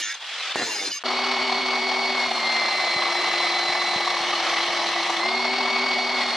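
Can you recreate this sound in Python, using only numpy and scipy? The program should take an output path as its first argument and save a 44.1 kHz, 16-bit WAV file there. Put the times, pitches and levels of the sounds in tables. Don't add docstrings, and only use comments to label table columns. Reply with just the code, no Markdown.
import sys
import numpy as np
from scipy import signal
from scipy.fft import rfft, irfft
from scipy.io import wavfile
from scipy.ndimage import uniform_filter1d, map_coordinates

SR = 44100
rng = np.random.default_rng(int(sys.argv[2]) if len(sys.argv) > 2 else 0)


def rack_gain(trim_db):
    fader = np.asarray(trim_db, float)
    return 10 ** (fader / 20)


def wav_record(signal):
    frames = np.transpose(np.atleast_2d(signal))
    bounded = np.clip(frames, -1, 1)
    quanta = np.round(bounded * 32767).astype(np.int16)
    wavfile.write(sys.argv[1], SR, quanta)


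N = 280476
TIME = np.arange(N) / SR
GRINDER_END_S, SANDER_START_S = 1.0285, 1.0372
SETTLE_S = .32
FLUTTER_DB, LOW_FLUTTER_DB = 1.25, .9
THROB_HIGH_DB = (1.8, .7)
LOCKED_HZ = 3700

# [start_s, pressure_db, low_rasp_db (relative)]
STROKES = [
    [(0.0, -28.5, -15), (0.044, -40, -15), (0.114, -39, -21), (0.128, -34, -23), (0.134, -52, -20),
     (0.15, -41, -22), (0.16, -62, -6)],
    [(0.556, -34, 2), (0.628, -33, 4.5), (0.65, -32, -5), (0.675, -31.5, -8), (0.878, -32, -5.5),
     (0.912, -39.5, 1), (0.93, -34.5, -23), (0.978, -35.5, -18), (0.998, -60, -10)],
]
# [time_s, turns_per_s]
DISC = [(0, 107.5), (.03, 105.2), (.06, 103), (.085, 102.8), (.12, 104.5), (.16, 106), (.555, 122.5),
        (.607, 120), (.637, 117.7), (.68, 113), (.742, 105.2), (.8, 100.5), (.84, 98.6), (.89, 96.5),
        (1.0, 97)]
# [pitch_hz, likeness (1 = same)]
GRINDER_SAME = [(60, 1), (1400, 1), (2200, .97), (3000, .92), (4300, .65), (6000, .3), (8000, -.1),
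                (14000, -.7)]
# [pitch_hz, left_minus_right_db]
SANDER_LEAN = [(130, 0), (235, 2), (380, -0.5), (630, 1), (1380, 3), (3030, -1), (6640, -0.5), (14600, 1)]
# [time_s, tooth_mesh_hz]
MESH = [(1.04, 2208), (1.8, 2215), (2.11, 2217), (2.3, 2147), (2.5, 2098), (2.8, 2048), (3.0, 2032),
        (3.6, 2015), (4.15, 2006), (4.4, 1971), (4.68, 1991), (5.185, 1980), (5.23, 2068), (5.322, 2149),
        (5.466, 2195), (5.68, 2221), (6.06, 2224), (6.36, 2134)]
# [laid_down_s, lifted_s]
PRESSES = [
    (2.13, 5.17),
    (6.08, 6.5),
]
# [start_s, peak_db, pitch_hz]
SLAPS = [(1.054, -20, 615), (1.104, -14, 1170), (1.129, -17, 716), (1.365, -15, 816), (1.473, -29, 789),
         (1.516, -14, 770), (1.596, -15, 766), (1.683, -13.5, 1150), (1.913, -15, 805), (1.967, -15, 780),
         (2.075, -19, 730), (2.098, -21, 748), (2.282, -21, 720), (2.37, -18, 900), (2.456, -16, 1060),
         (2.495, -14, 766), (2.683, -17, 890), (2.708, -28, 1130), (2.989, -16, 1180), (3.021, -12.5, 1070),
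         (3.053, -16, 1090), (3.153, -16, 750), (3.242, -19, 730), (3.272, -16, 1190), (3.336, -12, 760),
         (3.4, -13, 1050), (3.7, -11, 790), (3.731, -19, 780), (3.751, -19, 1050), (3.847, -12.5, 814),
         (3.935, -13, 1180), (4.004, -12, 825), (4.075, -12, 1120), (4.105, -19, 1180), (4.166, -14, 1040),
         (4.23, -14, 770), (4.465, -11, 1190), (4.527, -14, 790), (4.569, -13, 785), (4.602, -17, 800),
         (4.861, -14, 777), (4.958, -14, 710), (5.232, -9.5, 1080), (5.258, -16, 710), (5.287, -19, 800),
         (5.342, -16, 897), (5.393, -15, 990), (5.582, -10, 755), (5.65, -11, 710), (5.677, -17, 1010),
         (5.838, -18, 1020), (5.931, -17, 1030), (5.983, -17, 740), (6.12, -26, 770), (6.208, -25, 774),
         (6.277, -24, 1120)]


def evened(x):
    return x / np.sqrt(np.mean(x ** 2) + 1e-20)


def read(points, hz):
    f, value = np.transpose(points)
    return np.interp(np.log(hz + 1), np.log(f + 1), value)


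def columns(rows, at=TIME):
    first, *rest = np.transpose(rows)
    return [np.interp(at, first, c) for c in rest]


def curve(rows, t=TIME):
    return columns(rows, t)[0]


def add(mix, s, sound):
    start = round(s * SR)
    mix[:, start:start + sound.shape[1]] += sound


def high_pass(x, hz):
    return signal.sosfilt(signal.butter(2, hz, "high", fs=SR, output="sos"), x)


def wander(per_s, size=N):
    steps = rng.standard_normal(int(size / SR * per_s) + 3)
    return map_coordinates(steps, [np.arange(size) / SR * per_s], order=3)


def complex_wander(per_s, size=N):
    return wander(per_s, size) + 1j * wander(per_s, size)


def swell(s, spread_s):
    return np.exp(-.5 * ((TIME - s) / spread_s) ** 2)


def noise(colour_db, same, lean, patchy_db, size=N, wide=10):
    frames = size // 256 + 5
    hz = np.fft.rfftfreq(1024, 1 / SR)[:, None]
    a, b, c, d, patches = rng.standard_normal((frames, 513, 5)).T
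    patches = uniform_filter1d(patches, size=wide, axis=0)
    patches = evened(uniform_filter1d(patches, size=10, axis=1))
    like = np.clip(read(same, hz), -1, 1)
    tilt = rack_gain(read(lean, hz) / 2)
    left = a + 1j * b
    right = like * left + np.sqrt(1 - like ** 2) * (c + 1j * d)
    z = np.array([left * tilt, right / tilt])
    z *= rack_gain(colour_db(np.arange(frames) * 256 / SR, hz) + patchy_db * patches)
    return signal.istft(z, nperseg=1024, noverlap=768)[1][:, :size]


def flutter():
    return np.cos(2 * np.pi * SR / 1024 * TIME + 2.15)


def knocks(rows):
    out = np.zeros(N)
    for s, db, hz, cycles in rows:
        u = np.arange(int(5 * cycles / hz * SR)) * hz / SR
        blow = high_pass(np.sin(2 * np.pi * u) * np.exp(-2 * u / cycles), hz / 3)
        out[round(s * SR):][:len(u)] -= rack_gain(db) * blow / abs(blow).max()
    return out


def handling_thumps():
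    # [start_s, peak_db, pitch_hz, length_cycles]
    thump_rows = [
        (1.41, -46, 130, 1.),
        (2.27, -44, 170, 1.),
        (2.962, -29, 220, 1.),
        (3.692, -41, 170, 1.),
        (3.96, -29, 220, 1.),
        (4.205, -39, 200, 1.),
        (4.69, -45, 170, 1.),
    ]
    return rack_gain(np.array([[2.5], [-2.5]])) * knocks(thump_rows)


def grinder_knocks():
    # [start_s, peak_db, pitch_hz, length_cycles]
    knock_rows = [(.207, -29, 3290, 1.3), (.232, -29, 2520, 1.3), (.276, -27, 3330, 1.3),
                  (.326, -27, 2550, 1.3), (.305, -24, 3000, 1.2), (.400, -22, 3040, 1.6),
                  (.552, -27, 1500, 1.3), (.5578, -12.5, 850, 1.05), (.5995, -23, 750, 1.2),
                  (.622, -25, 750, 1.5), (1.0378, -18, 1200, 1.05)]
    return knocks(knock_rows)


def grit(colour, size, patchy_db=2.5, wide=10, same=GRINDER_SAME):
    # [pitch_hz, left_minus_right_db]
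    grinder_lean = [(60, 0), (14000, 0)]
    return evened(noise(lambda _, hz: read(colour, hz), same, grinder_lean, patchy_db, size, wide))


def high_spot(size):
    # [time_s, level_db]
    spot_level = [(0, -39), (.025, -44), (.08, -37), (.095, -39), (.13, -42), (.15, -49), (.16, -62),
                  (.553, -62), (.56, -48), (.65, -39), (.7, -41), (.88, -50), (.91, -62)]
    t = TIME[:size]
    angle = 2 * np.pi * np.cumsum(curve(DISC, t)) / SR - 1
    blows = np.zeros(size)
    for k in range(13, 24):
        blows += rack_gain(2.5 * wander(20, size)) * np.cos(k * angle + .5 * wander(25, size))
    return rack_gain(curve(spot_level, t)) * evened(blows)


def whirr(size):
    # [time_s, level_db]
    whirr_level = [(0.0, -31), (0.15, -34), (0.2, -42.5), (0.21, -36), (0.35, -31), (0.438, -29),
                   (0.524, -28.5), (0.53, -34.5), (0.55, -30), (0.56, -28.5), (0.985, -44), (1.028, -40)]
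    # [pitch_hz, level_db (per Hz)]
    whirr_colour = [(60, -58), (300, -30.5), (700, -15), (1400, -10), (2300, -9.5), (3400, -7), (5000, -14),
                    (7000, -23.5), (10500, -35), (15000, -41)]
    t = TIME[:size]
    touching = sum((t > rows[0][0]) & (t < rows[-1][0] - .02) for rows in STROKES)
    level_db = curve(whirr_level, t) - 7 * uniform_filter1d(touching * 1., size=400)
    return rack_gain(level_db + FLUTTER_DB * flutter()[:size]) * grit(whirr_colour, size, 1.8, wide=3)


def disc_orders(colour, t, same):
    size = len(t)
    speed = curve(DISC, t)
    turns = np.cumsum(speed) / SR
    out = np.zeros((2, size))
    for k in range(1, 70):
        waver = 1 + 0.89 * complex_wander(25, size)
        like = read(same, k * speed.mean())
        split = np.sqrt((1 - like) / (1.001 + like)) * 1j * np.array([[1], [-1]])
        tone = np.exp(2j * np.pi * (k * turns + rng.random()))
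        tone = (tone * (waver + split) / np.sqrt(1 + abs(split) ** 2)).real
        out += rack_gain(read(colour, k * speed) + 2.5 * wander(14, size)) * tone
    return evened(out)


def resonate(x, hz, width):
    r = np.exp(-np.pi * width / SR)
    return signal.lfilter([1 - r, 0, r - 1], [1, -2 * r * np.cos(2 * np.pi * hz / SR), r * r], x)


def stroke(rows, same):
    # [pitch_hz, level_db (per Hz)]
    flat_colour = [(20, 0), (20000, 0)]
    # [pitch_hz, level_db (per Hz)]
    grit_colour = [(800, -45), (1500, -20), (2500, -8), (4500, -6), (7000, -5.5), (8000, -9),
                   (10500, -10.5), (15000, -28)]
    # [pitch_hz, level_db (per Hz)]
    rasp_colour = [(40, -67), (120, -21), (330, -1.5), (900, -10), (1800, -4), (2500, -11.5), (3250, -40),
                   (5500, -100)]
    # [pitch_hz, width_hz, level_db]
    blade_modes = [(1770, 90, -3), (2270, 120, -5), (2770, 38, -3), (3590, 79, -6), (4130, 45, 0),
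                   (4970, 34, -1), (6350, 58, -5), (6750, 70, -8), (8130, 30, -18), (8750, 50, -24)]
    t = np.arange(rows[0][0], rows[-1][0], 1 / SR)
    size = len(t)
    press_db, rasp_db = columns(rows, t)
    bump = 1 + .5 * np.cos(2 * np.pi * np.cumsum(curve(DISC, t)) / SR)
    grit_orders = [disc_orders(grit_colour, t, same) for _ in range(2)]
    push = bump * grit(flat_colour, size, same=same) + rack_gain(2) * grit_orders[0]
    hiss = evened(grit(grit_colour, size, 4, wide=2, same=same) + rack_gain(1) * grit_orders[1])
    rasp = bump * grit(rasp_colour, size, same=same) + rack_gain(-4) * disc_orders(rasp_colour, t, same)
    ring = np.zeros((2, size))
    for hz, width, db in blade_modes:
        ring += rack_gain(db + 2.2 * wander(25, size)) * resonate(push, hz, .7 * width)
    sound = rack_gain(-3) * evened(ring) + rack_gain(-2) * hiss + rack_gain(rasp_db) * evened(rasp)
    return rack_gain(press_db) * sound * signal.windows.tukey(size, 0.0022 * SR / size)


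def sing(s, length, hz, db, same):
    size = round(length * SR)
    speed = curve(DISC, s + np.arange(size) / SR)
    locked_below_hz = LOCKED_HZ if s < STROKES[0][-1][0] else 2500
    if hz < locked_below_hz:
        pitch = round(hz / speed[size // 2]) * speed
    else:
        pitch = hz * np.linspace(1.002, .998, size)
    waver = 1 + .5 * complex_wander(1.6 * 36, size)
    split = np.sqrt((1 - same) / (1 + same)) * 1j * np.array([[1], [-1]])
    turn = np.exp(2j * np.pi * np.cumsum(pitch) / SR)
    depth = .5 if hz < LOCKED_HZ else .32
    beat = 1 + depth * np.cos(2 * np.pi * (np.cumsum(speed) / SR + rng.random()))
    tone = evened(beat * (turn * (waver + split)).real) * np.sqrt(1 + abs(split) ** 2)
    fade_db = -4 * np.linspace(-.5, .5, size)
    return rack_gain(db + 1.5 + fade_db) * tone * signal.windows.tukey(size, .4)


def chance_singing():
    rows = []
    for table in STROKES:
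        start, end = table[0][0], table[-1][0]
        count = round(170 * (end - start))
        when, span, pitch, weak = rng.random((count, 4)).T
        length = .04 + .08 * span
        rows += zip(start + when * (end - start - length), length, 1500 + 5500 * pitch, -49 - 5 * weak)
    return rows


def grinder():
    # [start_s, length_s,
    # pitch_hz, level_db]
    singing_rows = [(.01, .085, 1755, -37.5), (.015, .07, 2180, -40.5), (0, .075, 3640, -42),
                    (.02, .08, 6190, -41), (.092, .045, 2295, -38.5), (.075, .065, 1565, -42),
                    (.095, .045, 3530, -43), (.505, .022, 3550, -35), (.553, .1, 1780, -36),
                    (.618, .03, 4120, -34), (.64, .035, 3580, -38), (.685, .065, 2770, -37.5),
                    (.712, .12, 2265, -40), (.69, .03, 4760, -39), (.7, .11, 4140, -41),
                    (.735, .1, 4970, -40), (.845, .045, 4970, -35), (.84, .06, 4140, -36.5),
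                    (.91, .045, 2960, -38), (.925, .075, 6357, -39.5), (.91, .09, 4940, -40),
                    (.62, .26, 12300, -66), (.9, .09, 11400, -66), (.015, .04, 3260, -42),
                    (0, .095, 2800, -40), (0, .13, 5360, -45), (0, .155, 6350, -44), (0, .1, 6820, -45),
                    (.09, .05, 4990, -44), (.86, .045, 8130, -52),
                    (.67, .04, 460, -44), (.665, .025, 890, -42), (.688, .025, 990, -38), (.715, .02, 830, -43),
                (.745, .045, 815, -44), (.74, .06, 430, -45), (.8, .07, 795, -45), (.81, .06, 445, -46),
                (.59, .05, 715, -41), (.59, .04, 360, -42), (.945, .04, 1205, -47), (.085, .06, 1875, -41),
                (.09, .05, 2195, -43), (.095, .06, 1670, -41), (.56, .07, 2790, -41),
                (.575, .05, 4790, -41), (.65, .05, 1780, -41), (.9, .04, 4870, -38),
                    (.115, .042, 6350, -44), (.135, .04, 3520, -46), (.16, .04, 2800, -50),
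                   (.205, .03, 3250, -45), (.04, .05, 3500, -42), (.27, .04, 2650, -46),
                   (.33, .05, 3200, -44), (.385, .05, 2100, -43), (.39, .05, 4000, -44),
                   (.42, .05, 3500, -41), (.445, .04, 1990, -41), (.43, .04, 1350, -44),
                   (.48, .05, 2000, -43), (1.01, .018, 2800, -49), (.94, .06, 2770, -45),
                   (.575, .05, 4130, -42), (.64, .06, 4900, -41), (.6, .05, 3280, -43),
                   (.77, .08, 5000, -41)]
    # [pitch_hz, likeness]
    near_same = [(60, 1), (700, .995), (1270, .94), (2330, .74), (4290, .56), (6300, .5), (8000, -.5),
                 (14000, -.5)]

    def likeness(s):
        return near_same if s >= STROKES[1][0][0] - .002 else GRINDER_SAME

    size = round(GRINDER_END_S * SR)
    out = np.zeros((2, N))
    add(out, 0, whirr(size) + high_spot(size))
    for rows in STROKES:
        start = rows[0][0]
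        add(out, start, stroke(rows, likeness(start)))
    for s, length, hz, db in singing_rows + chance_singing():
        add(out, s, sing(s, length, hz, db, read(likeness(s), hz)))
    return high_pass(out, 110)


def pressed():
    firm = np.zeros(N)
    for down, up in PRESSES:
        firm += np.clip(np.minimum((TIME - down) / SETTLE_S, 1 - (TIME - up) / .03), 0, 1)
    return firm


def between(pair):
    return pair[0] + (pair[1] - pair[0]) * pressed()


def heavy(t=TIME):
    return np.clip((2010 - curve(MESH, t)) / (2010 - 1995), 0, 1)


def throb():
    # [time_s, turns_per_s]
    roller_speed = [(1.04, 39.54), (1.6, 37.99), (2.12, 39.03), (2.35, 32.68), (2.7, 32.42), (3.2, 31.62),
                    (3.7, 31.49), (4.15, 31.01), (4.45, 29.53), (4.8, 31.04), (5.12, 28.7), (5.3, 36.03),
                    (5.55, 38.94), (5.9, 39.41), (6.36, 35.78)]
    angle = 2 * np.pi * np.cumsum(curve(roller_speed)) / SR - .55
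    return np.cos(angle) * (1 + .3 * wander(8))


def slaps():
    out = np.zeros((2, N))
    swell_cycles = 2.2
    for s, db, hz in SLAPS:
        u = np.arange(int(7 * swell_cycles / hz * SR)) * hz / SR
        envelope = u / swell_cycles * np.exp(1 - u / swell_cycles)
        level = rack_gain(db - 8.5 + np.array([[1.1], [-1.1]]))
        add(out, s, level * np.sin(2 * np.pi * u) * envelope)
    return out


def belt_colour(t, hz):
    # [pitch_hz, level_db (per Hz)]
    free_colour = [(18, -97), (30, -34), (167, -31), (240, -14.5), (304, -21), (384, -11), (437, -17),
                   (754, -4.5), (1650, -13), (2190, -6.5), (2490, -11), (4540, -12.5), (4900, -17.5),
                   (9150, -36), (15000, -55.5)]
    # [pitch_hz, level_db (per Hz)]
    loaded_colour = [(18, -72.5), (30, -41.5), (222, -22.5), (281, -20.5), (346, -12.5), (404, -16.5),
                     (774, -4), (953, -9.5), (1200, -7), (1440, -14), (2030, -5), (2430, -12), (4090, -12),
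                     (9640, -34), (15000, -52)]
    # [pitch_hz, width_hz, bump_db]
    housing_bumps = [(714, 245, 3.5), (1130, 310, 5.5), (2225, 68, 3.5), (3480, 300, 4), (4285, 340, 7),
                     (5480, 1200, 5), (8750, 180, 3)]
    # [pitch_hz, width_hz, bump_db]
    grind_bumps = [(3000, 480, 4.5), (6050, 470, 3)]

    def bumps(rows):
        return sum(db / (1 + (2 * (hz - f) / width) ** 2) for f, width, db in rows)

    load = np.clip((2240 - curve(MESH, t)) / (2240 - 1990), 0, 1)
    colour = (1 - load) * read(free_colour, hz) + load * read(loaded_colour, hz)
    return colour + bumps(housing_bumps) + heavy(t) * bumps(grind_bumps)


def belt():
    # [pitch_hz, likeness]
    sander_same = [(130, 0.91), (290, 1), (630, 0.99), (1380, 0.94), (3030, 0.87), (5400, 0.8),
                   (7900, 0.47), (14600, 0.71)]
    # [time_s, roar_rise_db, hiss_rise_db]
    scuff_rows = [
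        (2.21, 2, 4.5),
        (2.35, 0.5, 3),
        (4.49, 1.5, 1.5),
        (6.21, 2.5, 2.5),
    ]
    roar_db, hiss_db = between((-28.5, -28.5)), between((-47, -44.5))
    for s, roar_up, hiss_up in scuff_rows:
        roar_db = roar_db + roar_up * swell(s, 0.029)
        hiss_db = hiss_db + hiss_up * swell(s, 0.029)
    for down, _ in PRESSES:
        roar_db = roar_db - 1.06 * swell(down + SETTLE_S / 2, SETTLE_S / 2)
    roar = noise(belt_colour, sander_same, SANDER_LEAN, 1.0)

    def below(hz):
        return signal.sosfiltfilt(signal.butter(2, hz, fs=SR, output="sos"), roar)

    def level(x):
        return np.sqrt(uniform_filter1d((x ** 2).mean(0), size=12000))

    bass, middle, upper, high = below(490), below(1380), below(3900), below(6450)
    top = roar - high
    swing, quiver = throb(), flutter()
    jolts = sum(swell(s + 0.0022, 0.0022) for s, *_ in SLAPS)
    shake = FLUTTER_DB * quiver + jolts
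    body = bass + rack_gain(2.5 * swing + LOW_FLUTTER_DB * quiver + 0.3 * wander(130)) * (middle - bass)
    body += rack_gain(.9 * swing + shake) * (upper - middle)
    body += rack_gain(between(THROB_HIGH_DB) * swing + shake) * (high - upper)
    hiss_db = hiss_db + 0.93 * FLUTTER_DB * quiver + 0.88 * wander(60)
    belt_noise = rack_gain(roar_db - 2) * body / level(middle) + rack_gain(hiss_db) * top / level(top)
    return rack_gain(0.66 * wander(75)) * belt_noise


def whine(hz, db, rough, per_s, apart=0.11):
    sides = np.array([[1], [-1]])
    shared = 1 + rough * complex_wander(per_s)
    split = apart * (wander(30) + 1j * wander(8)) * sides
    turn = np.exp(2j * np.pi * (np.cumsum(hz) / SR + rng.random()))
    lean = rack_gain(read(SANDER_LEAN, hz.mean()) * sides / 2)
    return np.sqrt(2 / (1 + 2 * rough ** 2)) * rack_gain(db) * lean * (turn * (shared + split)).real


def motor():
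    # [mesh_hz, mesh_db, second_mesh_db, shaft_db, sideband_db]
    gearing = [(1972, -41, -46, -58, -42), (1984, -39, -37.5, -55, -38), (1997, -41, -45, -55, -37.5),
               (2009, -34, -32.5, -58, -36), (2045, -30.3, -30.5, -54, -36),
               (2085, -26.8, -30.5, -45.5, -36.5), (2140, -28.5, -33.5, -43, -47),
               (2190, -27.5, -33, -41, -42), (2209, -31.5, -36, -40.5, -44), (2221, -28.3, -36, -40, -44)]
    # [shaft_order, level_db]
    sidebands = [(8, -9), (10, 0.5), (17, -21), (19, -25), (20, -22), (36, -43)]

    def drift(db):
        return db + .6 * wander(5)

    mesh = curve(MESH)
    shaft, bars = mesh / 9, mesh * 2.081
    firm, smear = pressed(), .62 * heavy()
    first_down, first_up = PRESSES[0]
    even_start_s, even_end_s = 4.77, 5.19
    steady = uniform_filter1d(1. * (TIME > even_start_s) * (TIME < even_end_s), size=900)

    mesh_db, second_db, shaft_db, side_db = map(drift, columns(gearing, mesh))
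    for db, (down, _) in zip((-11, -4), PRESSES):
        mesh_db = mesh_db + db * swell(down + .215, .055)
    mesh_db = mesh_db - 1.5 * swell(first_up + .08, .06)
    mesh_db = mesh_db - 9 * swell(SANDER_START_S, 0.055)
    second_db = drift(-41) + (second_db + 41) * np.sqrt(firm)
    second_db = second_db + (drift(-37) - second_db) * steady
    side_db = side_db - 12 * (1 - firm) - 5 * swell(first_down + .3, .1)

    twelve_db = drift(between((-41.5, -41)))
    twelve_db = twelve_db - 9 * (1 - firm) * np.clip(10 * (TIME - 1.7), 0, 1)
    turn_db = drift(between((-37, -39.5)))
    for down, _ in PRESSES:
        turn_db = turn_db - 5.5 * swell(down + .44, .29)
    bars_db = drift(between((-35.5, -46))) - 6 * (steady + swell(even_end_s + .05, 0.046))
    third_db = drift(-64 + 14 * heavy())

    out = whine(mesh, mesh_db, .13 + smear, 70)
    out += whine(2 * mesh, second_db, .19 + smear * (1 - .6 * steady), 90)
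    out += whine(3 * mesh, third_db, .9, 120)
    out += whine(shaft + 5 * wander(25), shaft_db, .25, 60, .13)
    out += whine(12 * shaft, twelve_db - 3 * firm, .55, 45)
    for order, db in sidebands:
        out += whine(order * shaft, side_db + db, 0.081 + smear, 60)
    out += whine(17 * shaft, -70 + 29 * swell(even_end_s + .22, .14) ** .3, .3, 50)
    bars_swing_db = between(THROB_HIGH_DB) * throb() + LOW_FLUTTER_DB * flutter()
    out += whine(bars, bars_db - 2.2 + bars_swing_db, .16 + smear, 50)
    out += whine(2 * bars, bars_db - 32, .9, 120)
    return out + whine(bars / 12 + 5 * wander(20), turn_db, .2, 60, .08)


def sander():
    # [pitch_hz, left_lead_radians]
    port_phase = [(0, -0.82), (1980, 0.14), (4390, -0.33), (6460, 0.1), (6890, -0.55), (7240, 0.0),
                  (9220, -0.2), (14700, -0.1)]
    step = read(port_phase, np.fft.rfftfreq(N, 1 / SR)) * np.array([[.5j], [-.5j]])
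    rise = np.clip((TIME - SANDER_START_S) / .018, 0, 1)
    return rise * irfft(rfft(motor() + belt()) * np.exp(step), N)


def scene():
    return handling_thumps() + grinder_knocks() + grinder() + slaps() + sander()


def thin_treble(sound):
    # [pitch_hz, share_lost (0-1)]
    usual_loss = [(8000, 0), (9500, .2), (11000, .55), (12500, .72), (14000, .85), (15000, .95)]
    # [pitch_hz, share_lost (0-1)]
    grinding_loss = [(7500, 0), (10000, .15), (10600, .93), (12000, .88), (12800, .96), (15000, .97)]
    left, right = sound
    hz, t, z = signal.stft([left + right, left - right], SR, "cosine", nperseg=2048)
    power = (abs(z[:, :1024]) ** 2 + 1e-20).reshape(2, 256, 4, -1).mean(2)
    cells = uniform_filter1d(np.log(power), size=3, axis=2)
    stands_out = cells - uniform_filter1d(cells, size=25, axis=1)
    rank = stands_out.argsort(axis=2).argsort(axis=2) / len(t)
    centre = hz[2:1024:4, None]
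    grinding = (t > .32) & (t < 1.03)
    share = np.where(grinding, read(grinding_loss, centre), read(usual_loss, centre))
    z[:, :-1] *= np.repeat(rank >= share, 4, axis=1)
    return signal.istft(z, SR, "cosine", nperseg=2048)[1][:, :N] / 2


def band_limit(x):
    return signal.sosfilt(signal.butter(12, 15150, fs=SR, output="sos"), x)


def record(dry):
    mid, side = thin_treble(high_pass(dry, 60)) * ((TIME < GRINDER_END_S) | (TIME > SANDER_START_S))
    return band_limit(np.array([mid + side, mid - side]))


dry = scene()
out = record(dry)
wav_record(out)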